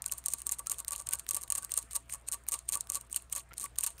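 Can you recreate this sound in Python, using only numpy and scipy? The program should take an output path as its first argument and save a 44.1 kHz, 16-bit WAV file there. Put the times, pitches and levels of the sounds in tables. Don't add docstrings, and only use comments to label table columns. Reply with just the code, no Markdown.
import sys
import numpy as np
from scipy import signal
from scipy.fft import rfft, irfft
from scipy.io import wavfile
from scipy.ndimage import uniform_filter1d

SR = 44100
rng = np.random.default_rng(int(sys.argv[2]) if len(sys.argv) > 2 else 0)


def output_pcm(signal):
    pcm = np.clip(np.atleast_2d(signal).T, -1, 1) * 32767
    wavfile.write(sys.argv[1], SR, np.round(pcm).astype(np.int16))


def linear_from_db(decibels):
    return 10 ** (np.asarray(decibels, float) / 20)


N = 176400
CLOCK = np.arange(N) / SR


def ring(x, hz, t60):
    pole = np.exp(2j * np.pi * hz / SR - np.log(1000) / (t60 * SR))
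    return signal.lfilter([1], [1, -pole], x).imag


def fade(x, t60):
    return signal.lfilter([1], [1, -np.exp(-np.log(1000) / (t60 * SR))], x)


def highpass(x, order, hz):
    return signal.sosfilt(signal.butter(order, hz, "high", fs=SR, output="sos"), x)


def strikes(times, sizes):
    return np.bincount(np.clip((times * SR).astype(int), 0, N - 1), sizes, N)


def unit(x):
    return x / np.sqrt(np.mean(x ** 2))


def walk(rate):
    k = int(SR / rate)
    return unit(uniform_filter1d(uniform_filter1d(rng.standard_normal(N), k), k))


# (frequency [Hz], level [dB per Hz])
YARD_SPECTRUM = [
    (40, -1),
    (105, -7),
    (213, -13.5),
    (680, -18.5),
    (1170, -15),
    (4200, -32),
    (8600, -37),
    (11000, -39),
]


def yard():
    yard_db, flicker_db = -63.5, 3.2
    f = np.maximum(np.fft.rfftfreq(N, 1 / SR), 1)
    hz, db = np.array(YARD_SPECTRUM).T
    shape = linear_from_db(np.interp(np.log(f), np.log(hz), db))
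    air = 0
    for octave in np.arange(5, 14.5, .5):
        band = np.maximum(1 - np.abs(np.log2(f) - octave) * 2, 0) ** .5
        noise = irfft(rfft(rng.standard_normal(N)) * shape * band, N)
        air = air + noise * linear_from_db(flicker_db * walk(28))
    return linear_from_db(yard_db) * unit(air)


# (frequency [Hz], level [dB rms])
HUM_TONES = [
    (59.2, -61.5),
    (118.4, -70.5),
    (673, -77),
]


def hum():
    out = 0
    for hz, db in HUM_TONES:
        level = np.sqrt(2) * linear_from_db(db + 1.3 * walk(26.0))
        out = out + level * np.sin(2 * np.pi * hz * (CLOCK + 0.12 / hz * walk(5.9)))
    return out


# (time [s], level [dB], pitch [Hz])
HUTCH_TAPS = [
    (0.333, -54, 330),
    (1.337, -49, 365),
    (3.5105, -44, 1880),
    (3.5175, -40.5, 1880),
    (3.523, -38, 1630),
    (3.608, -52, 274),
]


def taps():
    cycles = 4.8
    out = 0
    for t, db, hz in HUTCH_TAPS:
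        rap = fade(strikes(np.array([t]), linear_from_db([db - 14.0])), 20 / hz) * rng.standard_normal(N)
        out = out + ring(rap, hz, cycles / hz) + .5 * ring(rap, 0.75 * hz, cycles / hz / 3)
    return out


# (time [s], peak level [dB], start pitch [Hz])
RISING_BUBBLES = [
    (0.058, -56.5, 1440),
    (0.667, -49, 1270),
    (1.107, -56, 1440),
    (1.127, -48, 1477),
    (1.624, -52, 1470),
    (1.639, -64, 1540),
    (3.508, -51, 1320),
]


def bubbles():
    rise_per_s, peak_s = 3.4, 0.0063
    out, u = np.zeros(N), np.arange(int(8 * peak_s * SR)) / SR
    envelope = np.exp(1 - u / peak_s) * u / peak_s
    for t, db, hz in RISING_BUBBLES:
        tone = np.sin(2 * np.pi * hz * (u + rise_per_s * u ** 2 / 2)) * envelope
        out[int(t * SR):int(t * SR) + len(u)] += linear_from_db(db) * tone
    return out


# (time [s], peak level [dB])
TONGUE_SMACKS = [(0.042, -41.5), (0.2403, -45), (0.662, -44), (0.8477, -38), (1.0718, -39.5), (1.266, -41),
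                 (1.478, -42.5), (1.6947, -42.5), (1.9102, -43.5), (2.4667, -44.5), (2.097, -39),
                 (2.8716, -44), (3.0987, -51), (3.2985, -49), (3.305, -55), (3.5338, -44.5), (3.5386, -45),
                 (3.7581, -47.5), (3.7625, -48), (3.9805, -48.5), (3.984, -48.5)]
# (time [s], peak level [dB])
LIP_POPS = [(0.096, -33), (0.3, -51), (0.743, -38), (0.9513, -34), (0.956, -36), (1.1222, -36.5),
            (2.566, -45), (3.1441, -29), (3.2, -47), (3.333, -36), (3.6613, -33.5), (3.8328, -29)]


def tongues():
    smack_hz, pop_hz, level_db, snap_db, peak_s = 2200, 2830, -6, 14, .0005
    out, u = np.zeros(N + 400), np.arange(400) / SR
    events = [(t, db, smack_hz, 1) for t, db in TONGUE_SMACKS]
    events += [(t, db, pop_hz, .1) for t, db in LIP_POPS]
    for t, db, hz, bright in events:
        pitch, top = rng.standard_normal(2)
        body = np.sin(2 * np.pi * hz * 2 ** (.25 * pitch) * u) * np.exp(1 - u / peak_s) * u / peak_s
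        snap = bright * linear_from_db(snap_db + top) * rng.standard_normal(400) * np.exp(-u / 0.00048)
        out[int(t * SR):int(t * SR) + 400] += linear_from_db(db + level_db) * (body + snap)
    return highpass(out[:N], 2, 800)


# (peak time [s], level [dB])
WATER_SWELLS = [(0.127, -50), (0.345, -57), (0.607, -49.5), (0.725, -49), (0.806, -49.5), (0.928, -42.5),
                (1.002, -49), (1.097, -51.5), (1.141, -45.5), (1.376, -48), (1.441, -52.5), (1.508, -62),
                (1.583, -47.5), (1.634, -51), (1.783, -47.5), (1.963, -48), (2.152, -48.5), (2.34, -47.5),
                (2.549, -45.5), (2.76, -40.5), (2.907, -53), (2.961, -42.5), (3.37, -45.5), (3.646, -45.5),
                (3.793, -56), (3.873, -53.5)]


def swell():
    width_s = 0.018
    return sum(linear_from_db(db) * np.exp(-((CLOCK - s) / width_s) ** 2) for s, db in WATER_SWELLS)


# (frequency [Hz], level [dB], t60 [s])
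BOTTLE_MODES = [
    (1145, 10, 0.046),
    (933.6, -3.5, 0.094),
    (1500, -9.5, 0.076),
    (561, -0.5, 0.034),
    (284, -16.5, 0.019),
]


def air_column(hits):
    flow = swell()
    breath = linear_from_db(-35.5) * flow + linear_from_db(-60.5) * fade(hits, 0.018)
    phase = np.cumsum(BOTTLE_MODES[0][0] * (1 + 0.0145 * walk(28.5))) / SR
    out = linear_from_db(-8.0) * flow * np.sin(2 * np.pi * phase)
    for hz, db, t60 in BOTTLE_MODES:
        out = out + linear_from_db(db) * ring(breath * rng.standard_normal(N), hz, t60)
    return out


# (peak time [s], level [dB])
BALL_SCRAPES = [(0.19, -56), (0.317, -44), (.39, -52), (0.532, -40), (.594, -61), (.719, -57), (.795, -43),
                (0.929, -38.5), (0.993, -45), (1.127, -38.5), (1.193, -60), (1.338, -51), (1.376, -49),
                (1.43, -68), (1.57, -63), (1.635, -67), (1.71, -50), (1.764, -46), (1.92, -42.5),
                (1.956, -35.5), (2.105, -44), (2.125, -41), (2.149, -56), (2.278, -49.5), (2.335, -36),
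                (2.531, -56), (2.542, -39), (2.739, -32), (2.937, -38), (2.955, -38.5), (2.968, -43),
                (3.015, -65), (3.117, -50.5), (3.164, -41.5), (3.318, -58), (3.365, -41), (3.378, -39),
                (3.401, -46), (3.573, -53), (3.621, -37.5), (3.649, -47), (3.827, -46), (3.854, -57),
                (3.869, -74), (3.998, -49)]


def scrapes():
    rise_s, fall_s = 0.0089, 0.012
    power = 0
    for s, db in BALL_SCRAPES:
        width = np.where(CLOCK < s, rise_s, fall_s)
        power = power + linear_from_db(2 * db) * np.exp(-2 * ((CLOCK - s) / width) ** 2)
    return power ** .5


def bounces(drag):
    ticks_per_s, strays_per_s = 340, 35
    when, size = rng.random(N), rng.exponential(size=N)
    ticks = (when < ticks_per_s / SR) * linear_from_db(9.5 - 1.5 * size) * drag
    return ticks + (1 - when < strays_per_s / SR) * linear_from_db(-57 + 2 * size)


def grit_level(t, db, hits, drag):
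    grit = linear_from_db(-14.5 + 1.7 * walk(220)) * drag
    grit = grit + linear_from_db(-33.5) * fade(hits, 0.025) + linear_from_db(-54) * fade(hits, .24)
    rested = np.diff(t, prepend=0) > .03
    first = strikes(t, linear_from_db(db) * rested)
    return grit + linear_from_db(-32.5) * fade(first[::-1], 0.025)[::-1]


# (frequency [Hz], level [dB])
TUBE_MODES = [(5850, -37), (6650, -11.5), (7400, -11), (8100, -11), (8650, -1), (9300, -8), (9900, -14.5),
              (11400, -13), (12300, -14.5), (13700, -14), (14700, -24)]


def tube(t, knock_db, ticks, grit):
    ring_cycles = 42
    weight = linear_from_db(np.array(TUBE_MODES)[:, 1])
    mix = linear_from_db(2.5 * rng.standard_normal((len(t), len(TUBE_MODES))))
    mix = mix * np.sqrt(np.sum(weight ** 2) / np.sum((mix * weight) ** 2, axis=1, keepdims=True))
    late = 0.00025 * rng.random(mix.shape)
    out = 0
    for k, (hz, mode_db) in enumerate(TUBE_MODES):
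        knocks = strikes(t + late[:, k], (-1) ** k * linear_from_db(knock_db) * mix[:, k])
        rough = grit * linear_from_db(-18 * (hz > 10000) + 3 * walk(110))
        push = knocks + (ticks + rough) * rng.standard_normal(N)
        out = out + linear_from_db(mode_db) * ring(push, hz, ring_cycles / min(hz, 9000))
    return highpass(out, 2, 5000)


# (frequency [Hz], level [dB])
CAVITIES = [
    (1900, -27.5),
    (2800, -24),
    (4200, -22.5),
]


def wet_cavities(t, db, ticks, grit):
    out = 0
    for hz, mode_db in CAVITIES:
        scatter = 4 * np.tanh(rng.standard_normal(len(t)))
        splash = fade(strikes(t, linear_from_db(.5 * db - 35.5 + scatter)), 0.0089)
        push = (splash + ticks + 3 * grit * linear_from_db(3 * walk(85))) * rng.standard_normal(N)
        out = out + linear_from_db(mode_db) * ring(push, hz, 0.0034)
    return out


# (time [s], peak level [dB])
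BALL_KNOCKS = [(0.0208, -23), (0.0615, -15), (0.0794, -33), (0.0836, -30), (0.1162, -23), (0.12, -21),
               (0.122, -14), (0.1238, -24), (0.1357, -26), (0.1786, -35), (0.1818, -26), (0.1857, -29),
               (0.2604, -14), (0.2671, -27), (0.2834, -15), (0.2851, -26), (0.3032, -32), (0.3253, -29),
               (0.3354, -15), (0.3373, -14), (0.3849, -31), (0.3938, -35), (0.4037, -33), (0.4184, -25),
               (0.4679, -15), (0.4729, -29), (0.4926, -16), (0.4951, -32), (0.5134, -25), (0.5193, -20),
               (0.5216, -13), (0.5461, -37), (0.5858, -35), (0.5874, -32), (0.5918, -26), (0.5937, -26),
               (0.5967, -28), (0.67, -16), (0.6972, -16), (0.6995, -27), (0.7097, -24), (0.7144, -24),
               (0.7169, -15), (0.7188, -19), (0.7271, -26), (0.7359, -33), (0.7434, -35), (0.7848, -29),
               (0.7898, -28), (0.8022, -24), (0.8813, -16),
               (0.8872, -29), (0.9082, -22), (0.9206, -19), (0.9286, -22), (0.9324, -23), (0.952, -35),
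               (0.957, -37), (0.9611, -21), (0.9798, -30), (0.9966, -31), (1.0008, -27), (1.0132, -31),
               (1.021, -32), (1.0698, -25), (1.0893, -19), (1.1097, -25), (1.1284, -21), (1.1348, -11),
               (1.1482, -25), (1.1543, -27), (1.188, -34), (1.1939, -32), (1.1957, -21), (1.2902, -14),
               (1.2975, -28), (1.3095, -12), (1.3126, -25), (1.3337, -27), (1.346, -16), (1.3498, -20),
               (1.3532, -26), (1.3655, -21), (1.3671, -21), (1.3698, -18), (1.4124, -32), (1.4181, -28),
               (1.4297, -31), (1.4354, -25), (1.4807, -37), (1.5024, -14), (1.5044, -26), (1.5079, -28),
               (1.522, -13), (1.5243, -23), (1.5478, -34), (1.5519, -15), (1.5539, -26), (1.5563, -24),
               (1.5582, -25), (1.5729, -28), (1.5767, -24),
               (1.5803, -19), (1.5828, -24), (1.5849, -26), (1.6247, -31), (1.6307, -30), (1.6428, -31),
               (1.6474, -22), (1.7192, -17), (1.7395, -18), (1.7415, -31), (1.7685, -25), (1.775, -15),
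               (1.7769, -12), (1.7799, -25), (1.7885, -20), (1.8211, -36), (1.8272, -31), (1.9103, -33),
               (1.9323, -25), (1.95, -30), (1.954, -19), (1.9577, -19), (1.963, -16), (2.135, -28),
               (2.1381, -21), (2.1462, -28), (2.155, -33), (2.2866, -17), (2.3164, -25), (2.3219, -19),
               (2.3283, -22), (2.3361, -22), (2.343, -23), (2.4868, -13), (2.4929, -27), (2.5128, -27),
               (2.5198, -16), (2.5225, -20), (2.5258, -25), (2.5293, -25), (2.5322, -19), (2.5389, -22),
               (2.5407, -16), (2.5901, -28), (2.6898, -14), (2.6971, -24), (2.7136, -37), (2.7224, -16),
               (2.7249, -24), (2.7278, -22), (2.7312, -17),
               (2.7436, -24), (2.7543, -16), (2.7722, -22), (2.8083, -19), (2.9002, -15), (2.9201, -21),
               (2.9468, -19), (2.9549, -17), (2.9706, -28), (3.0115, -31), (3.1282, -20), (3.1457, -25),
               (3.1613, -13), (3.1636, -18), (3.1696, -25), (3.1749, -28), (3.2222, -38), (3.3267, -16),
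               (3.3294, -28), (3.3316, -29), (3.3514, -24), (3.3557, -30), (3.3618, -21), (3.3644, -26),
               (3.3811, -27), (3.581, -21), (3.5981, -25), (3.6051, -28), (3.6118, -26), (3.631, -28),
               (3.6386, -27), (3.6414, -21), (3.6547, -27), (3.6574, -32), (3.7863, -13), (3.7883, -25),
               (3.7928, -29), (3.8038, -31), (3.8086, -21), (3.8122, -32), (3.8333, -26), (3.8369, -15),
               (3.8395, -22), (3.8417, -15), (3.8465, -23), (3.864, -17), (3.8656, -19), (3.8689, -20),
               (3.8715, -22), (3.8746, -20), (3.9043, -32)]


def nozzle():
    t, db = np.array(BALL_KNOCKS).T
    knock_db = db + 0.32
    hits = strikes(t, linear_from_db(knock_db))
    drag = scrapes()
    ticks = bounces(drag)
    grit = grit_level(t, db, hits, drag)
    rattle = tube(t, knock_db, ticks, grit) + wet_cavities(t, db, ticks, grit)
    return highpass(rattle, 2, 1300) + air_column(hits)


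def scene():
    return (yard() + hum() + taps() + bubbles() + tongues() + nozzle())[None]


def roll_off(x):
    return signal.sosfilt(signal.butter(12, 16810, fs=SR, output="sos"), x)


def record(dry):
    x = highpass(dry, 7, 37)
    x = signal.sosfilt(signal.ellip(5, .3, 16, 15600, fs=SR, output="sos"), x)
    return roll_off(x)


dry = scene()
out = record(dry)
output_pcm(out)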